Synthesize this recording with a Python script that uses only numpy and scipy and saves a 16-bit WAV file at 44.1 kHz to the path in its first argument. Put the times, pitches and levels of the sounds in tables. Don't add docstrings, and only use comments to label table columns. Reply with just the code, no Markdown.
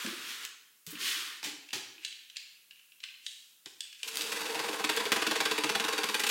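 import sys
import numpy as np
from scipy import signal
from scipy.io import wavfile
from scipy.ndimage import uniform_filter1d

SR = 44100
rng = np.random.default_rng(int(sys.argv[2]) if len(sys.argv) > 2 else 0)


def inscribe(sig):
    pcm = np.round(np.clip(np.atleast_2d(sig).T, -1, 1) * 32767)
    wavfile.write(sys.argv[1], SR, pcm.astype(np.int16))


N = 277830


# start_s, level_db, brightness (-5 to 5)
SLIDES = [
    [(0.0, -29.5, 0.5), (0.09, -32, 0.5), (0.154, -36.5, 1), (0.24, -35, 1), (0.305, -32.5, 2),
     (0.396, -37, 0.5), (0.456, -33, 1.5), (0.47, -49, -1)],
    [(0.865, -40, 2.5), (0.975, -39.5, -0.5), (1.008, -29.5, 3.5), (1.077, -24, 3), (1.319, -36.5, 1),
     (1.4, -46, 3)],
]
# pitch_hz, level_db
SLIDE_COLOUR = [(70, -53), (130, -28), (320, -12.5), (450, -11), (560, -25), (760, -18.5), (1100, 0),
                (1700, 7), (2300, 5.5), (3050, 8), (4300, 1), (6000, -6), (10000, -15.5), (15500, -22.5)]
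# start_s, level_db, pitch_hz
BUMPS = [(.046, -29.5, 236), (.066, -32, 202), (.070, -30.5, 349), (.127, -38, 333), (.19, -47, 214),
         (.872, -42.5, 164), (.925, -38.5, 300), (.951, -43.5, 227), (1.019, -47, 338), (1.164, -47.5, 305),
         (1.262, -51, 304), (1.468, -34, 295), (1.535, -42, 300), (1.733, -41, 305), (1.743, -47.5, 132),
         (1.762, -39.5, 376), (1.982, -54, 330), (3.660, -46.5, 379), (3.662, -58, 149)]
# start_s, level_db, fade_s, treble_db_per_octave
SCUFFS = [(.865, -39.5, 0.018, 7.5), (0.906, -37.5, .02, 13), (1.429, -37.5, 0.0096, -2.5),
          (1.439, -32.5, 0.039, -1), (1.73, -33, 0.042, -1.5), (3.658, -41.5, 0.0097, -3.5)]
# pitch_hz, level_db
SCUFF_COLOUR = [(60, -35), (130, -22.5), (220, -15), (340, -6.5), (560, -22), (850, -10), (1250, -14.5),
                (1550, -7), (1850, -7), (2500, -2), (4500, -3), (7000, -6.5), (10000, -14), (15000, -17)]
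# start_s, level_db, ring_hz, treble_db_per_octave
CLICKS = [(0.0627, -26.5, 1650, -1.5), (.954, -34, 2700, -9), (1.6887, -38, 2670, -2.5),
          (1.706, -36.5, 2820, -3), (1.9806, -42, 2570, -8), (2.0489, -22.5, 4000, -1),
          (2.127, -35, 3000, -4), (2.2995, -38.5, 3120, -2.5), (2.36, -35, 2720, -3),
          (2.3684, -26, 4400, -2), (2.7094, -38.5, 2780, -6), (2.759, -51, 2830, -3),
          (2.794, -48.5, 2820, -6), (2.92, -44.5, 2880, -7), (3.0035, -42.5, 3110, -1),
          (3.0328, -39, 3330, -7), (3.0382, -26.5, 3100, -5.5), (3.087, -41, 2600, -7),
          (3.149, -48, 2620, -6), (3.2645, -24.5, 3720, -1), (3.659, -34, 3680, 3),
          (3.8065, -24.5, 3430, 3), (3.928, -38, 2730, -2), (4.0312, -23, 2640, 2), (4.2097, -21, 4100, -4)]
# pitch_hz, level_db
KNIFE_COLOUR = [(300, -49), (750, -51), (1000, -27), (1350, -20.5), (1650, -5), (1900, -7.5), (2600, 3.5),
                (3300, 1.5), (4300, 1.5), (5500, -2.5), (8000, -3.5), (11000, -16.5), (16000, -34)]
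# start_s, level_db
RIDGES = [(4.075, -36), (4.27, -45), (4.319, -32), (4.36, -36.5), (4.406, -35.5), (4.453, -36),
          (4.493, -38), (4.545, -34.5), (4.591, -32.5), (4.637, -36), (4.681, -34.5), (4.729, -38),
          (4.792, -36), (4.841, -26), (4.892, -23.5), (4.969, -28), (4.998, -33.5), (5.055, -32),
          (5.12, -22.5), (5.161, -29.5), (5.218, -28), (5.266, -26), (5.311, -28), (5.355, -29),
          (5.403, -24.5), (5.453, -25), (5.511, -27), (5.578, -28.5), (5.636, -26), (5.692, -27),
          (5.75, -25.5), (5.798, -28), (5.84, -30), (5.882, -28.5), (5.926, -30.5), (5.979, -28.5),
          (6.033, -27.5), (6.087, -30.5), (6.143, -25), (6.195, -27.5), (6.236, -27), (6.266, -26.5),
          (6.29, -25.5)]
# start_s, level_db
SNAPS = [(4.843, -28), (5.055, -26), (5.1198, -15), (5.312, -25), (5.513, -28), (6.237, -26)]
# pitch_hz, level_db
TEAR_COLOUR = [(200, -36.5), (450, -8.5), (700, -16.5), (850, -5.5), (1100, -3.5), (1500, 0), (2100, -1),
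               (2800, -1.5), (4000, -6), (5500, -10.5), (8000, -14.5), (12000, -22), (16000, -29)]
# pitch_hz, width_hz, level_db
PANELS = [(143, 19, -17.5), (222.6, 27, -3.5), (305, 20.7, 3), (417.4, 20, 2.5), (456.2, 28, 5),
          (668, 18, -6), (799.5, 25, -1.5), (859, 27, -4), (1001, 38, -3.5), (1084, 17, -0.5),
          (1144, 20, -5.5), (1420, 140, -12.5)]
# pitch_hz, width_hz, level_db
BOARD_RINGS = [(930, 36, 3.5), (975, 56, 5), (1585, 41, 4.5), (1800, 50, -10), (2530, 87, -15),
               (2640, 90, 3.5), (3430, 51, 5), (3753, 58, 4), (4620, 160, 3.5)]
# pitch_hz, fade_s
ROOM_T60 = [(150, 0.6), (400, 0.76), (1000, 0.71), (3000, 0.76), (7000, 0.64), (15000, 0.17)]
# pitch_hz, level_db
ROOM_LEVEL = [(150, -6), (500, -3), (1500, -2), (4000, -2), (15000, -3)]
# pitch_hz, level_db
HISS_COLOUR = [(30, -35), (130, 0), (300, 2.5), (700, -4), (1500, 4.5), (3000, 3), (6000, 6.5), (15000, 9)]
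# strongest_s, level_db, brightness (-5 to 5)
SCRAPES = [(2.042, -47, -3), (2.37, -52, -3.5), (2.77, -65, -4), (3.05, -54, -5), (3.268, -50, 12),
           (3.68, -59.5, 4), (3.85, -54, -3), (4.0, -53, 0)]
# start_s, level_db
CRACKS = [(.451, -30), (4.157, -28), (4.1713, -22.5), (4.177, -33), (4.211, -31), (4.219, -27),
          (4.965, -26.5)]
# pitch_hz, level_db
CRACK_COLOUR = [(300, -26), (1200, -13), (2600, 1.5), (7000, -1.5), (10000, -5.5), (15000, -9.5)]

HISS_DB = -63.5
EDGE_HZ = 16000
TAPS = 4096
HZ = np.fft.rfftfreq(TAPS, 1 / SR)
BUMP_T60_S = 0.099
RING_WIDTH_HZ, CLICK_RING_DB = 560, 5
RATTLE_S, RATTLE_HALVING_DB = .0028, 12
SCRAPE_RISE_S, SCRAPE_FALL_S, SCRAPE_RANGE_DB = .06, 0.29, 22
CUT_START_S, CUT_END_S = 4.03, 6.5
CORNER_S, DEEP_CORNER_S = 0.29, 0.73
SCRATCH_DB, BITE_S, BITE_RISE_S = -9, 4.15, 0.042
DRAG_DB, DRAG_SAG_DB_PER_S = -40.5, 0.8
STALL_S, STALL_FROM_DB, STALL_SHARE = .025, -32.5, 0.44
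RIDGE_S, RIDGE_DB, RIDGE_HALVING_DB = 0.012, -29, 15.5
BOOM_LAG = 0.48


def amp(db):
    return 10 ** (np.asarray(db) / 20)


def unit(x):
    return x / np.sqrt(np.mean(x ** 2) + 1e-20)


def read(points, hz=HZ):
    table_hz, value = np.transpose(points)
    return np.interp(np.log(hz + 1), np.log(table_hz), value)


def add(mix, s, sound):
    part = mix[max(round(s * SR), 0):][:len(sound)]
    part += sound[:len(part)]


def seconds(length):
    return np.arange(int(length * SR)) / SR


def peaks(modes):
    return sum(amp(db) ** 2 / (1 + ((HZ ** 2 - hz ** 2) / (width * HZ + 1e-9)) ** 2)
               for hz, width, db in modes)


def lift(db_per_octave):
    return amp(db_per_octave * np.log2(np.maximum(HZ, 800) / 3000))


def colour(x, gain):
    log_gain = np.log(np.maximum(gain / gain.max(), 1e-5))
    circle = np.r_[log_gain, log_gain[-2:0:-1]]
    response = np.fft.ifft(np.exp(np.conj(signal.hilbert(circle)))).real
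    return signal.fftconvolve(x, response / np.linalg.norm(response))


def grains(n, per_s, spread_db):
    chance = rng.random(n)
    size = rng.exponential(1, n)
    push = rng.choice([-1., 1.], n)
    return unit((chance < per_s / SR) * push * amp(spread_db * np.minimum(size, 3)))


def rub(rows, gain, per_s, spread_db):
    s, db, brightness = np.transpose(rows)
    t = s[0] + seconds(s[-1] - s[0])
    drive = grains(len(t), per_s, spread_db)
    dull = colour(drive, gain * lift(-5))[:len(t)]
    bright = colour(drive, gain * lift(5))[:len(t)]
    share = np.clip(.5 + np.interp(t, s, brightness) / 10, 0, 1)
    fade = np.clip(np.minimum(t - t[0], t[-1] - t) / 0.00084, 0, 1)
    return amp(np.interp(t, s, db)) * fade * unit((1 - share) * dull + share * bright)


def slides(level_db=-9.5):
    out = np.zeros(N)
    for rows in SLIDES:
        add(out, rows[0][0], rub(rows, amp(read(SLIDE_COLOUR)), per_s=9000, spread_db=-0.5))
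    return amp(level_db) * out


def hiss():
    return amp(HISS_DB) * colour(rng.standard_normal(N), amp(read(HISS_COLOUR)))[:N]


def echoes(onset=0.0035, echo=0.063):
    t = seconds(1.0)
    reflected = rng.random(len(t)) < 5000 / SR
    taps = rng.choice([-1., 1.], len(t)) * reflected * np.clip(t / onset - 1, 0, 1)
    hz, at, bands = signal.stft(taps, SR, nperseg=256)
    t60 = read(ROOM_T60, hz)[:, None]
    decay = np.exp(-np.log(1000) * at / t60) * np.sqrt(2 * np.log(1000) / (t60 * SR))
    shaped = bands * decay * amp(read(ROOM_LEVEL, hz))[:, None]
    response = signal.istft(shaped, SR, nperseg=256)[1] / taps.std()
    for delay, gain in [(.0016, echo), (.0065, 0.13), (.0133, 0.16)]:
        add(response, delay * rng.uniform(.85, 1.15), np.array([gain]))
    return response


def room(x, count=6, step=.06):
    place, out = np.arange(N) / SR / step, np.zeros(N)
    for k in range(count):
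        away = np.minimum(abs((place - k + count / 2) % count - count / 2), 1)
        share = np.cos(np.pi / 2 * away)
        out += signal.fftconvolve(x * share, echoes())[:N]
    return out


def bumps(level_db=-2, rise=0.0039, knock=0.37, flutter=0.053):
    out, t = np.zeros(N), seconds(0.28)
    for s, db, hz in BUMPS:
        wander = unit(uniform_filter1d(rng.standard_normal(len(t)), size=700))
        pitch = hz * (1 + flutter * wander)
        envelope = amp(-60 * t / BUMP_T60_S) * (1 - np.exp(-t / rise))
        note = np.sin(2 * np.pi * np.cumsum(pitch) / SR) * envelope
        blow = grains(len(t), per_s=5000, spread_db=3.6) * np.exp(-t / 0.0099)
        thud = colour(blow, peaks([(hz, 150, 0), (430, 120, -2)]))[:len(t)]
        add(out, s, amp(db + level_db) * (note + knock * thud))
    return out


def clicks(level_db=-9, tick=0.54, rise=0.0005):
    out, t = np.zeros(N), seconds(.04)
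    for s, db, hz, treble in CLICKS:
        length = RATTLE_S * .5 ** (treble / RATTLE_HALVING_DB)
        rattle = grains(len(t), per_s=9000, spread_db=1.5) * np.exp(-t / length) * (1 - np.exp(-t / rise))
        drive = rattle / np.linalg.norm(rattle) + tick * (t == 0)
        ring = np.sqrt(0.5 + peaks([(hz, RING_WIDTH_HZ, CLICK_RING_DB)]))
        sound = colour(drive, amp(read(KNIFE_COLOUR)) * ring * lift(treble))
        add(out, s, amp(db + level_db) * np.sqrt(0.0062 * SR) * sound / np.linalg.norm(sound))
    return out


def cracks(level_db=-7, fade=0.0018, tick=0.56):
    out, t = np.zeros(N), seconds(.02)
    for s, db in CRACKS:
        splutter = grains(len(t), per_s=6000, spread_db=3) * np.exp(-t / fade)
        drive = splutter / np.linalg.norm(splutter) + tick * (t == 0)
        sound = colour(drive, amp(read(CRACK_COLOUR)))
        add(out, s, amp(db + level_db) * np.sqrt(0.0056 * SR) * sound / np.linalg.norm(sound))
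    return out


def scuffs(level_db=0):
    out, t = np.zeros(N), seconds(0.18)
    for s, db, fade, treble in SCUFFS:
        drive = grains(len(t), per_s=3500, spread_db=3) * np.exp(-t / fade)
        add(out, s, amp(db + level_db) * colour(drive, amp(read(SCUFF_COLOUR)) * lift(treble)))
    return out


def fiddle(level_db=-2, hollow_hz=2850, hollow_width_hz=600, hollow_db=-1):
    out = np.zeros(N)
    hollow = np.sqrt(0.5 + peaks([(hollow_hz, hollow_width_hz, hollow_db)]))
    gain = amp(read(KNIFE_COLOUR)) * hollow
    for s, db, brightness in SCRAPES:
        start, end, faint_db = s - SCRAPE_RISE_S, s + SCRAPE_FALL_S, db - SCRAPE_RANGE_DB
        push = [(start, faint_db, brightness), (s, db, brightness), (end, faint_db, brightness)]
        add(out, start, amp(level_db) * rub(push, gain, per_s=2500, spread_db=1.0))
    return out


def stiffness(s, reach=CORNER_S):
    return np.exp(-(np.minimum(s - CUT_START_S, CUT_END_S - s) / reach) ** 2)


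def panels(spread_db):
    modes = [(hz, width, db + spread_db * rng.standard_normal()) for hz, width, db in PANELS]
    tone = amp(read([(30, 2), (70, -12), (130, 1.5), (1300, 4.0), (3000, -11.5)]))
    return np.sqrt(peaks(modes)) * tone


def drag(tear, rasp_db=-1, edge_rasp_db=-2, hum_db=-6.5, edge_hum_db=-5, tilt=-0.2, edge_tilt=5):
    s = np.arange(CUT_START_S, N / SR, .002)
    stiff = stiffness(s)
    scratch_db = SCRATCH_DB * np.clip((BITE_S - s) / BITE_RISE_S, 0, 1)
    db = DRAG_DB + scratch_db - DRAG_SAG_DB_PER_S * (s - CUT_START_S)
    for at, ridge_db in RIDGES:
        stalled = (at - STALL_S < s) & (s < at)
        db = db - STALL_SHARE * max(ridge_db - STALL_FROM_DB, 0) * stalled
    brightness = tilt + edge_tilt * stiff
    lid = panels(0) * np.sqrt(1 + peaks([(490, 150, 1)]))
    rasp_rows = np.c_[s, db + rasp_db + edge_rasp_db * stiff, brightness]
    hum_rows = np.c_[s, db + hum_db + edge_hum_db * stiff, brightness]
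    out = np.zeros(N)
    add(out, CUT_START_S, rub(rasp_rows, tear, per_s=3200, spread_db=4.5))
    add(out, CUT_START_S, rub(hum_rows, lid, per_s=3000, spread_db=4))
    return out


def ridges(tear, ridge_db=-1, boom_db=-5, edge_boom_db=-19, spread_db=3, rock=0.42, edge_deep_db=-4,
           tilt_db=1.57, edge_tilt_db=4, rise=0.002, release=0.0034, local_db=1, local_width_hz=260):
    out, t = np.zeros(N), seconds(0.059)
    deep = read([(330, 1), (430, 0)])
    for s, db in RIDGES:
        extra_db, stiff = db - RIDGE_DB, stiffness(s)
        length = RIDGE_S * .5 ** (extra_db / RIDGE_HALVING_DB)
        force = np.clip(t / rise, 0, 1) * np.exp(-np.maximum(t - length, 0) / release)
        strength = np.linalg.norm(force)
        spot_rings = [(hz, local_width_hz, local_db) for hz in rng.uniform(1130, 4900, size=3)]
        spot = np.sqrt(9.5 + peaks(spot_rings))
        rip_gain = tear * spot * lift(tilt_db + edge_tilt_db * stiff)
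        rip = colour(force * grains(len(t), per_s=6000, spread_db=1.5), rip_gain)
        add(out, s - .001, amp(db + ridge_db) * rip * strength / np.linalg.norm(rip))
        deep_db = rock * extra_db + edge_deep_db * stiffness(s, DEEP_CORNER_S)
        box = panels(spread_db) * amp(deep_db * deep)
        boom = colour(force * grains(len(t), per_s=6000, spread_db=2.5), box)
        shake_db = db + boom_db - BOOM_LAG * extra_db + edge_boom_db * stiff
        add(out, s + 0.002095, amp(shake_db) * boom * strength / np.linalg.norm(boom))
    return out


def snaps(tear, snap_db=-2, thump_db=-6):
    out = np.zeros(N)
    thump = amp(read([(30, -31), (120, -18), (280, 5), (450, -9), (900, -20)]))
    for s, db in SNAPS:
        blow = amp(db) * np.array([6.])
        add(out, s, amp(snap_db) * colour(blow, tear) + amp(thump_db) * colour(blow, thump))
    return out


def cut():
    tear = amp(read(TEAR_COLOUR)) * np.sqrt(1 + peaks(BOARD_RINGS))
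    return drag(tear) + ridges(tear) + snaps(tear)


def scene(box_wet_db=0, knife_wet_db=0, cut_wet_db=-0.5):
    box = slides() + bumps() + scuffs()
    knife = clicks() + fiddle() + cracks()
    blade = cut()
    echo = room(amp(box_wet_db) * box + amp(knife_wet_db) * knife + amp(cut_wet_db) * blade)
    return (box + knife + blade + echo + hiss())[None]


def record(dry, low_cut_hz=85, order=2):
    bass_cut = signal.butter(order, low_cut_hz, "high", fs=SR, output="sos")
    treble_cut = signal.firwin(511, EDGE_HZ, window=("kaiser", 9), fs=SR)
    return signal.oaconvolve(signal.sosfilt(bass_cut, dry), treble_cut[None], "same")


dry = scene()
out = record(dry)
inscribe(out)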